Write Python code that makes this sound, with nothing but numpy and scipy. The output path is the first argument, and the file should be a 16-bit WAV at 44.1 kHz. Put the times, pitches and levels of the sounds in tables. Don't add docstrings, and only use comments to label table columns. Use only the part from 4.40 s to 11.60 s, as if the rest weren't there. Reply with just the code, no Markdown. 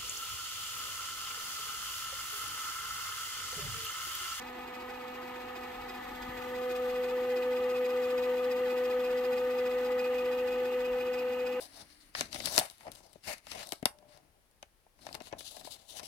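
import sys
import numpy as np
from scipy import signal
from scipy.fft import rfft, irfft
from scipy.io import wavfile

SR = 44100
rng = np.random.default_rng(int(sys.argv[2]) if len(sys.argv) > 2 else 0)


def generate_wav(signal):
    frames = np.transpose(np.atleast_2d(signal))
    scaled = np.clip(frames, -1, 1) * 32767
    pcm = np.round(scaled).astype(np.int16)
    wavfile.write(sys.argv[1], SR, pcm)


N = 317520
T = np.arange(N) / SR
FREQS = np.maximum(np.arange(N // 2 + 1) * SR / N, 1)

MOTOR_HZ = 249.95
PINION_TEETH, GEAR_RATIO, DRUM_RATIO = 10, 16.795, 40.97
REPEAT_TURNS = 84

PART_LEVELS = {"case": (-49, -49.5, -49, -2, 0.2), "tub": (-56, -53, -51, -0.5, 0),
               "gearbox": (-47.5, -46, -47, -0.5, 0.7), "warble": (-55.5, -47.5, -51.8, 3, 3),
               "whine overtones": (-60, -61, -56.5, -1, 0.5), "hiss": (-66.6, -64.5, -64.5, 1.7, 0.58),
               "first order": (-52, -50, -48.5, -0.5, 0.5), "third order": (-48.5, -51.5, -55.5, 4.5, 0.54)}


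def undb(db):
    return np.exp(np.log(10) / 20 * np.asarray(db))


def unit(x):
    return x / np.sqrt(np.mean(x ** 2))


def curves(table):
    s, *columns = np.transpose(table)
    return [np.interp(T, s, c) for c in columns]


def across(points):
    hz, value = np.transpose(points)
    return np.interp(np.log(FREQS), np.log(hz), value)


def resonances(modes):
    power = 0
    for hz, width_hz, db in modes:
        detuning = (FREQS / hz - hz / FREQS) * hz / width_hz
        power = power + (undb(db) / (1 + detuning ** 2)) ** 2
    return np.sqrt(power)


def walk(rate_hz):
    count = N // 50
    slow = rfft(rng.standard_normal(count))
    slow = unit(irfft(slow / (1 + (FREQS[:len(slow)] / rate_hz) ** 2), count))
    return np.interp(T, np.linspace(0, T[-1], count), slow)


def recurring(motor, chance, share):
    place = (motor % REPEAT_TURNS * SR / MOTOR_HZ).astype(int)
    return np.sqrt(share) * chance()[..., place] + np.sqrt(1 - share) * chance()


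def swing(turns, at):
    return np.cos(2 * np.pi * (turns - at))


def heave(turns, at, skew=0.33):
    return swing(turns, at) + skew * swing(2 * (turns - at), -1 / 4)


def by_place(height, place_db):
    return np.interp(height, [0, .5, 1], place_db)


def tone(turns, lead_rad):
    return np.sqrt(2) * np.cos(2 * np.pi * turns + lead_rad * np.array([[.5], [-.5]]))


def panned(db, pan_db):
    return undb(db + pan_db * np.array([[.5], [-.5]]))


def ports(pair, gain=1):
    # pitch_hz, likeness 0-1
    likeness = [(30, 0.96), (60, 0.73), (300, 0.92), (600, 0.8), (1000, 0.68), (2000, 0.61), (3200, 0.051),
                (4500, 0.14), (7000, 0.14), (9500, 1), (15000, 1)]
    # pitch_hz, left_lead_rad
    lead = [(20, 0), (6500, 0), (7800, -.6), (9300, -2.6), (10900, -3.6), (12800, -5.9), (14300, -6.8),
            (15500, -8.6)]
    # pitch_hz, left_minus_right_db
    tilt = [(60, -2), (200, 1.5), (700, -1), (1290, 1), (1900, 0.5), (2450, -4), (3200, 0.5), (4400, 4),
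            (8000, 1), (15000, -1)]
    like = across(likeness)
    mid, side = rfft(pair) * gain * np.sqrt([1 + like, 1 - like])
    left = undb(across(tilt) / 2) * np.exp(.5j * across(lead))
    return irfft(np.array([(mid + side) * left, (mid - side) / left]), N)


def tooth_load(gear, drum, gear_db=1.8, unsteady_db=1.25, give_db=7):
    # drum_turn_share, drum_narrowness, gear_turn_share, gear_narrowness, push_db
    tight_spots = [(.12, 6, .27, .36, 7), (.4, 1.25, .08, 1.1, 7.2), (.7, 2.4, .17, 1.5, 4.7)]
    tight_db = 0
    for drum_at, drum_narrow, gear_at, gear_narrow, db in tight_spots:
        nearness = drum_narrow * (swing(drum, drum_at) - 1) + gear_narrow * (swing(gear, gear_at) - 1)
        tight_db = tight_db + db * np.exp(nearness)
    push_db = gear_db * swing(gear, 0.39) + tight_db - tight_db.mean() + unsteady_db * walk(50)
    return give_db * np.tanh(push_db / give_db)


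def shafts(load_db, sag_per_db=0.0006, flutter=0.0006):
    return np.cumsum(MOTOR_HZ * (1 - sag_per_db * load_db - flutter * walk(25))) / SR


def boom(motor, drum, sway_db=0.92, waver_db=0.42):
    # time_s, level_db, left_minus_right_db, left_lead_rad
    boom_path = [(0, -54, -6, .7), (0.6, -48.3, -6.5, .75), (1.2, -49, -6.5, 1), (1.5, -52.3, -6, 1.4),
                 (1.63, -53, -1.5, 2.9), (1.7, -52.5, 2.5, 1.7), (1.8, -54, 8, 1.2), (2.0, -45, 3, .8),
                 (2.2, -35.7, -3, .4), (2.45, -33, 0.7, .2), (3.1, -30.5, 0.2, .15), (3.8, -30.5, 1.7, .15),
                 (4.9, -30.5, 1, .15), (5.8, -31, 0.6, .15), (6.5, -32, 1.1, .15), (7.15, -33.5, 2, .15)]
    level_db, pan_db, lead_rad = curves(boom_path)
    level_db = level_db + sway_db * heave(drum, 0.9) + waver_db * walk(36)
    return tone(2 * motor, lead_rad) * panned(level_db, pan_db)


def hum(motor, drum, levels_db, height, waver_db=-0.56):
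    clean_orders = {"first order": (1, -.8, .2, 0.075, -0.24, 0.82),
                    "third order": (3, 2.7, 18.6, 1.84, 0.79, 0.35)}
    out = 0
    for part, (order, front_pan_db, top_pan_db, lead_rad, sway_db, at) in clean_orders.items():
        db = levels_db[part] + sway_db * heave(drum, at) + waver_db * walk(36)
        pan_db = front_pan_db + (top_pan_db - front_pan_db) * height
        out = out + tone(order * motor, lead_rad) * panned(db, pan_db)
    return out


def knocks(motor, gain, lean_db, scatter_db, pole_db=0, worn=0.33):
    count = PINION_TEETH * REPEAT_TURNS
    pair_index = (PINION_TEETH * motor).astype(int) % count
    fit = np.tanh(rng.standard_normal(count))[pair_index]
    force = undb(lean_db * swing(motor, 0) + pole_db * swing(3 * motor, 0) + scatter_db * fit)
    noise = recurring(motor, lambda: rng.standard_normal((2, N)), worn)
    return unit(ports(force * noise, gain))


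def rattle(motor, drum, load_db, case_db, tub_db, height, panel_db=-55):
    # pitch_hz, width_hz, relative_db
    case_modes = [(240, 97, -5.5), (330, 170, -8), (738, 118, -5), (803, 42, 2), (832, 44, 1.3),
                  (912, 75, 0), (992, 70, -4), (1038, 55, -5)]
    # pitch_hz, width_hz, relative_db
    tub_modes = [(218, 45, -8), (368.5, 58, -3), (483.5, 78, 0.5), (1192, 70, -3), (1290, 130, -9),
                 (1428, 34, -6), (1524, 45, -6.5)]
    # pitch_hz, width_hz, relative_db
    panel_modes = [(1144, 450, 4.5), (1390, 120, -3), (1620, 160, 0), (3710, 1360, -7)]
    case = knocks(motor, resonances(case_modes), lean_db=-1.0, scatter_db=4.5, pole_db=2.0)
    tub = knocks(motor, resonances(tub_modes), lean_db=-9, scatter_db=-1.0)
    panel = knocks(motor, resonances(panel_modes), lean_db=-3, scatter_db=6.0)
    case = case * undb(case_db + 1.0 * swing(2 * drum, 0.057) + 0.12 * load_db)
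    tub = tub * undb(tub_db + 1.3 * swing(2 * drum, 0.25) + 0.14 * load_db)
    panel = panel * (1 - height) * undb(panel_db + 0.26 * load_db)
    return case + tub + panel


def gearbox(motor, drum, load_db, gear_db, pinion_db, near_db):
    # pitch_hz, width_hz, relative_db
    gear_modes = [(1755, 150, 4.5), (1882, 85, 6.5), (2001, 125, 6.5), (2245, 110, 0.5), (3170, 220, -1)]
    # pitch_hz, width_hz, relative_db
    pinion_modes = [(2534, 310, -1.5), (2790, 80, 2.5), (2917, 89, -1.5)]
    # pitch_hz, width_hz, relative_db
    wheel_modes = [(2010, 120, 8), (3440, 170, 4), (3950, 400, -4)]
    # pitch_hz, relative_db per Hz
    scrape_colour = [(300, -10.5), (600, -13), (1500, -3), (3000, -5.5), (3900, -2.5), (4500, -4.5),
                     (5400, -11), (6300, -11), (8500, -12), (12500, -13), (15500, -12.5)]
    ring = knocks(motor, resonances(gear_modes), lean_db=-1.0, scatter_db=3)
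    pinion = knocks(motor, resonances(pinion_modes), lean_db=2.0, scatter_db=2.0)
    scrape_gain = np.hypot(undb(across(scrape_colour)), resonances(wheel_modes))
    scrape = knocks(motor, scrape_gain, lean_db=1.0, scatter_db=1.5, pole_db=1.0)
    ring = ring * undb(gear_db - 4.5 + 0.05 * load_db + 1.56 * swing(drum, 0.95))
    pinion = pinion * undb(pinion_db + 4.2 + 0.047 * load_db + swing(drum, 0.51))
    return ring + pinion + scrape * undb(-52.5 + near_db + 1.0 * load_db)


def tub_echo(x, drum, lag_s=0.0031, rock_s=0.00023, wander_s=0.00038, echo_db=-8):
    late_s = T - lag_s - rock_s * swing(drum, 0.1) - wander_s * walk(2.98)
    echo = np.array([np.interp(late_s, T, channel) for channel in x])
    return (x + undb(echo_db) * echo) / np.hypot(1, undb(echo_db))


def buzz(motor, drum, load_db, height, flicker_db=4.5, sway_db=1.6, rock_db=3.0,
         shake_rad=0.095, smear_turns=0.013, glide_rad=0.06):
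    buzz_orders = {4: (-70, -60.5, -68.5, .5, .66), 5: (-54.5, -56.5, -58, -.8, .5),
                   6: (-64.5, -57.5, -58.5, .6, .98), 7: (-60.5, -57, -62.5, 0., .84),
                   8: (-67.5, -62, -65.5, .6, .02), 9: (-63.5, -70, -72, .7, .68),
                   11: (-70, -68, -64.5, 0., .6), 12: (-74, -72, -70.5, .2, .76),
                   18: (-84, -82, -81, 1., .3), 23: (-84, -85, -83, 1.2, .2), 25: (-86, -85, -84, 1.4, .2)}
    strain_db = load_db + rock_db * swing(4 * drum, .45)
    quarter = np.array([[0], [1 / 4]])
    out = 0
    for order, (*place_db, follow, at) in buzz_orders.items():
        turns = order * motor - smear_turns * order ** 2 + quarter
        bend_rad = order * (shake_rad * walk(25) + glide_rad * swing(3 * drum, 0.081))
        level_db = 1.0 + by_place(height, place_db) + flicker_db * np.tanh(walk(40))
        level_db = level_db + follow * strain_db + sway_db * swing(drum, at)
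        out = out + np.cos(2 * np.pi * turns + bend_rad) * undb(level_db)
    return ports(out)


def whine(motor, load_db, drum, pinion_db, overtones_db, sway_db=2.0, flicker_db=5.0, worn=0.5,
          slip_rad=1.0, twist_rad_per_db=0.04):
    # relative_db, follow_db_per_db of load
    whine_partials = [(2.4, 1.9), (-10.3, 3.2), (-22.5, 2.8)]
    play_rad = slip_rad * recurring(motor, lambda: walk(15), worn) + twist_rad_per_db * load_db
    out = 0
    for multiple, (db, follow) in enumerate(whine_partials, 1):
        angle = multiple * (2 * np.pi * PINION_TEETH * motor + play_rad)
        flutter = np.tanh(recurring(motor, lambda: walk(60), worn))
        wave = np.sin(angle + np.array([[0], [np.pi / 2]])) * undb(follow * load_db + flicker_db * flutter)
        level_db = pinion_db + sway_db * swing(drum, 0.42) if multiple == 1 else overtones_db
        out = out + undb(db + level_db) * unit(wave)
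    return ports(out)


def warble(drum, load_db, level_db, pitch_hz=1218, waver_hz=32, flicker_db=2.0, rock_db=1.5, slack_db_per_db=.6):
    angle = 2 * np.pi * np.cumsum(pitch_hz + waver_hz * walk(39.83)) / SR
    wave = np.sin(angle + np.array([[.5], [-.5]]))
    beads = undb(flicker_db * walk(38) + rock_db * swing(drum, 0.47) - slack_db_per_db * load_db)
    return unit(wave * beads) * panned(level_db, pan_db=5.0)


def tooth_tick(start_s=4.6, pitch_hz=3480, decay_s=.004, level_db=-48):
    age = np.clip(T - start_s, 0, 1)
    return undb(level_db) * age / decay_s * np.exp(1 - age / decay_s) * np.sin(2 * np.pi * pitch_hz * age)


def thin_ring(start_s=3.58, pitch_hz=7080, t60_s=2.4, level_db=-62.98):
    age = np.maximum(T - start_s, 0)
    envelope = undb(level_db - 60 * age / t60_s) * (1 - np.exp(-age / 0.019))
    return envelope * np.sin(2 * np.pi * pitch_hz * T + np.array([[0], [np.pi / 2]]))


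def bumps():
    # start_s, pitch_hz, decay_s, level_db before a 1 dB cut
    hand_bumps = [(1.36, 41.4, .03, -58), (1.648, 44.8, 0.03, -55), (1.795, 50.3, .018, -51),
                  (1.862, 50, .045, -52), (1.89, 116, 0.0023, -39), (1.995, 66.7, 0.01, -55),
                  (2.464, 42, .035, -55), (2.532, 49.6, 0.011, -54), (6.5, 47.5, 0.022, -54)]
    out = 0
    for start_s, pitch_hz, decay_s, level_db in hand_bumps:
        out = out + tooth_tick(start_s, pitch_hz, decay_s, level_db - 1)
    return out


def air(level_db, load_db, height, rumble_db=-61.0, handling_db=4):
    # pitch_hz, relative_db per Hz
    hiss_colour = [(2000, -12.5), (6000, -4), (8000, -6), (10000, -5.5), (12200, 14.5), (13500, 6),
                   (15500, -7.5)]
    # pitch_hz, relative_db per Hz
    rumble_colour = [(15, -17), (28, -17.5), (40, 3.5), (60, -3.5), (100, -4), (160, -8), (400, -24),
                     (1500, -29)]
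    hiss = unit(ports(rng.standard_normal((2, N)), undb(across(hiss_colour))))
    rumble = unit(ports(rng.standard_normal((2, N)), undb(across(rumble_colour))))
    lifting = height * (1 - height)
    hiss = hiss * undb(level_db + 0.29 * load_db + .7 * walk(35))
    return hiss + rumble * undb(rumble_db + handling_db * lifting / lifting.max())


def microphone(rim_s=1.95, lift_s=0.18, edge_s=2.39, edge_length_s=0.24):
    # time_s, closeness_db
    closeness = [(0, -4.5), (.7, -4.5), (1.15, -3), (1.7, -2), (3.1, 0), (3.8, 0.7), (5.8, 0), (7.2, -4)]
    height = 1 / (1 + np.exp((rim_s - T) / lift_s))
    edge = np.exp(-((T - edge_s) / edge_length_s) ** 2)
    return height, edge, curves(closeness)[0]


def heard(part, height, edge, closeness_db):
    *place_db, edge_db, follow = PART_LEVELS[part]
    return by_place(height, place_db) + edge_db * edge + follow * closeness_db


def scene():
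    # time_s, level_db of the whole band
    pinion_band = [(0.1, -60), (0.18, -57), (1.31, -57.5), (1.74, -62), (1.99, -57.5), (3.26, -54),
                   (5.56, -54.5), (5.6, -51.5), (7.1, -52)]
    gear, drum = MOTOR_HZ * T / GEAR_RATIO, MOTOR_HZ * T / DRUM_RATIO
    load_db = tooth_load(gear, drum)
    motor = shafts(load_db)
    height, edge, closeness_db = microphone()
    db = {part: heard(part, height, edge, closeness_db) for part in PART_LEVELS}
    pinion_db = curves(pinion_band)[0] - 5.5
    near_db = db["hiss"] - np.median(db["hiss"])
    drone = boom(motor, drum) + hum(motor, drum, db, height)
    works = rattle(motor, drum, load_db, db["case"], db["tub"], height)
    works = works + gearbox(motor, drum, load_db, db["gearbox"], pinion_db, near_db)
    tones = buzz(motor, drum, load_db, height)
    tones = tones + whine(motor, load_db, drum, pinion_db, db["whine overtones"])
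    tones = tones + warble(drum, load_db, db["warble"])
    details = tooth_tick() + thin_ring() + bumps()
    return drone + tub_echo(works, drum) + tones + details + air(db["hiss"], load_db, height)


def record(dry, top_hz=15700):
    return signal.sosfilt(signal.ellip(10, .2, 80, top_hz, fs=SR, output="sos"), dry)


dry = scene()
out = record(dry)
generate_wav(out)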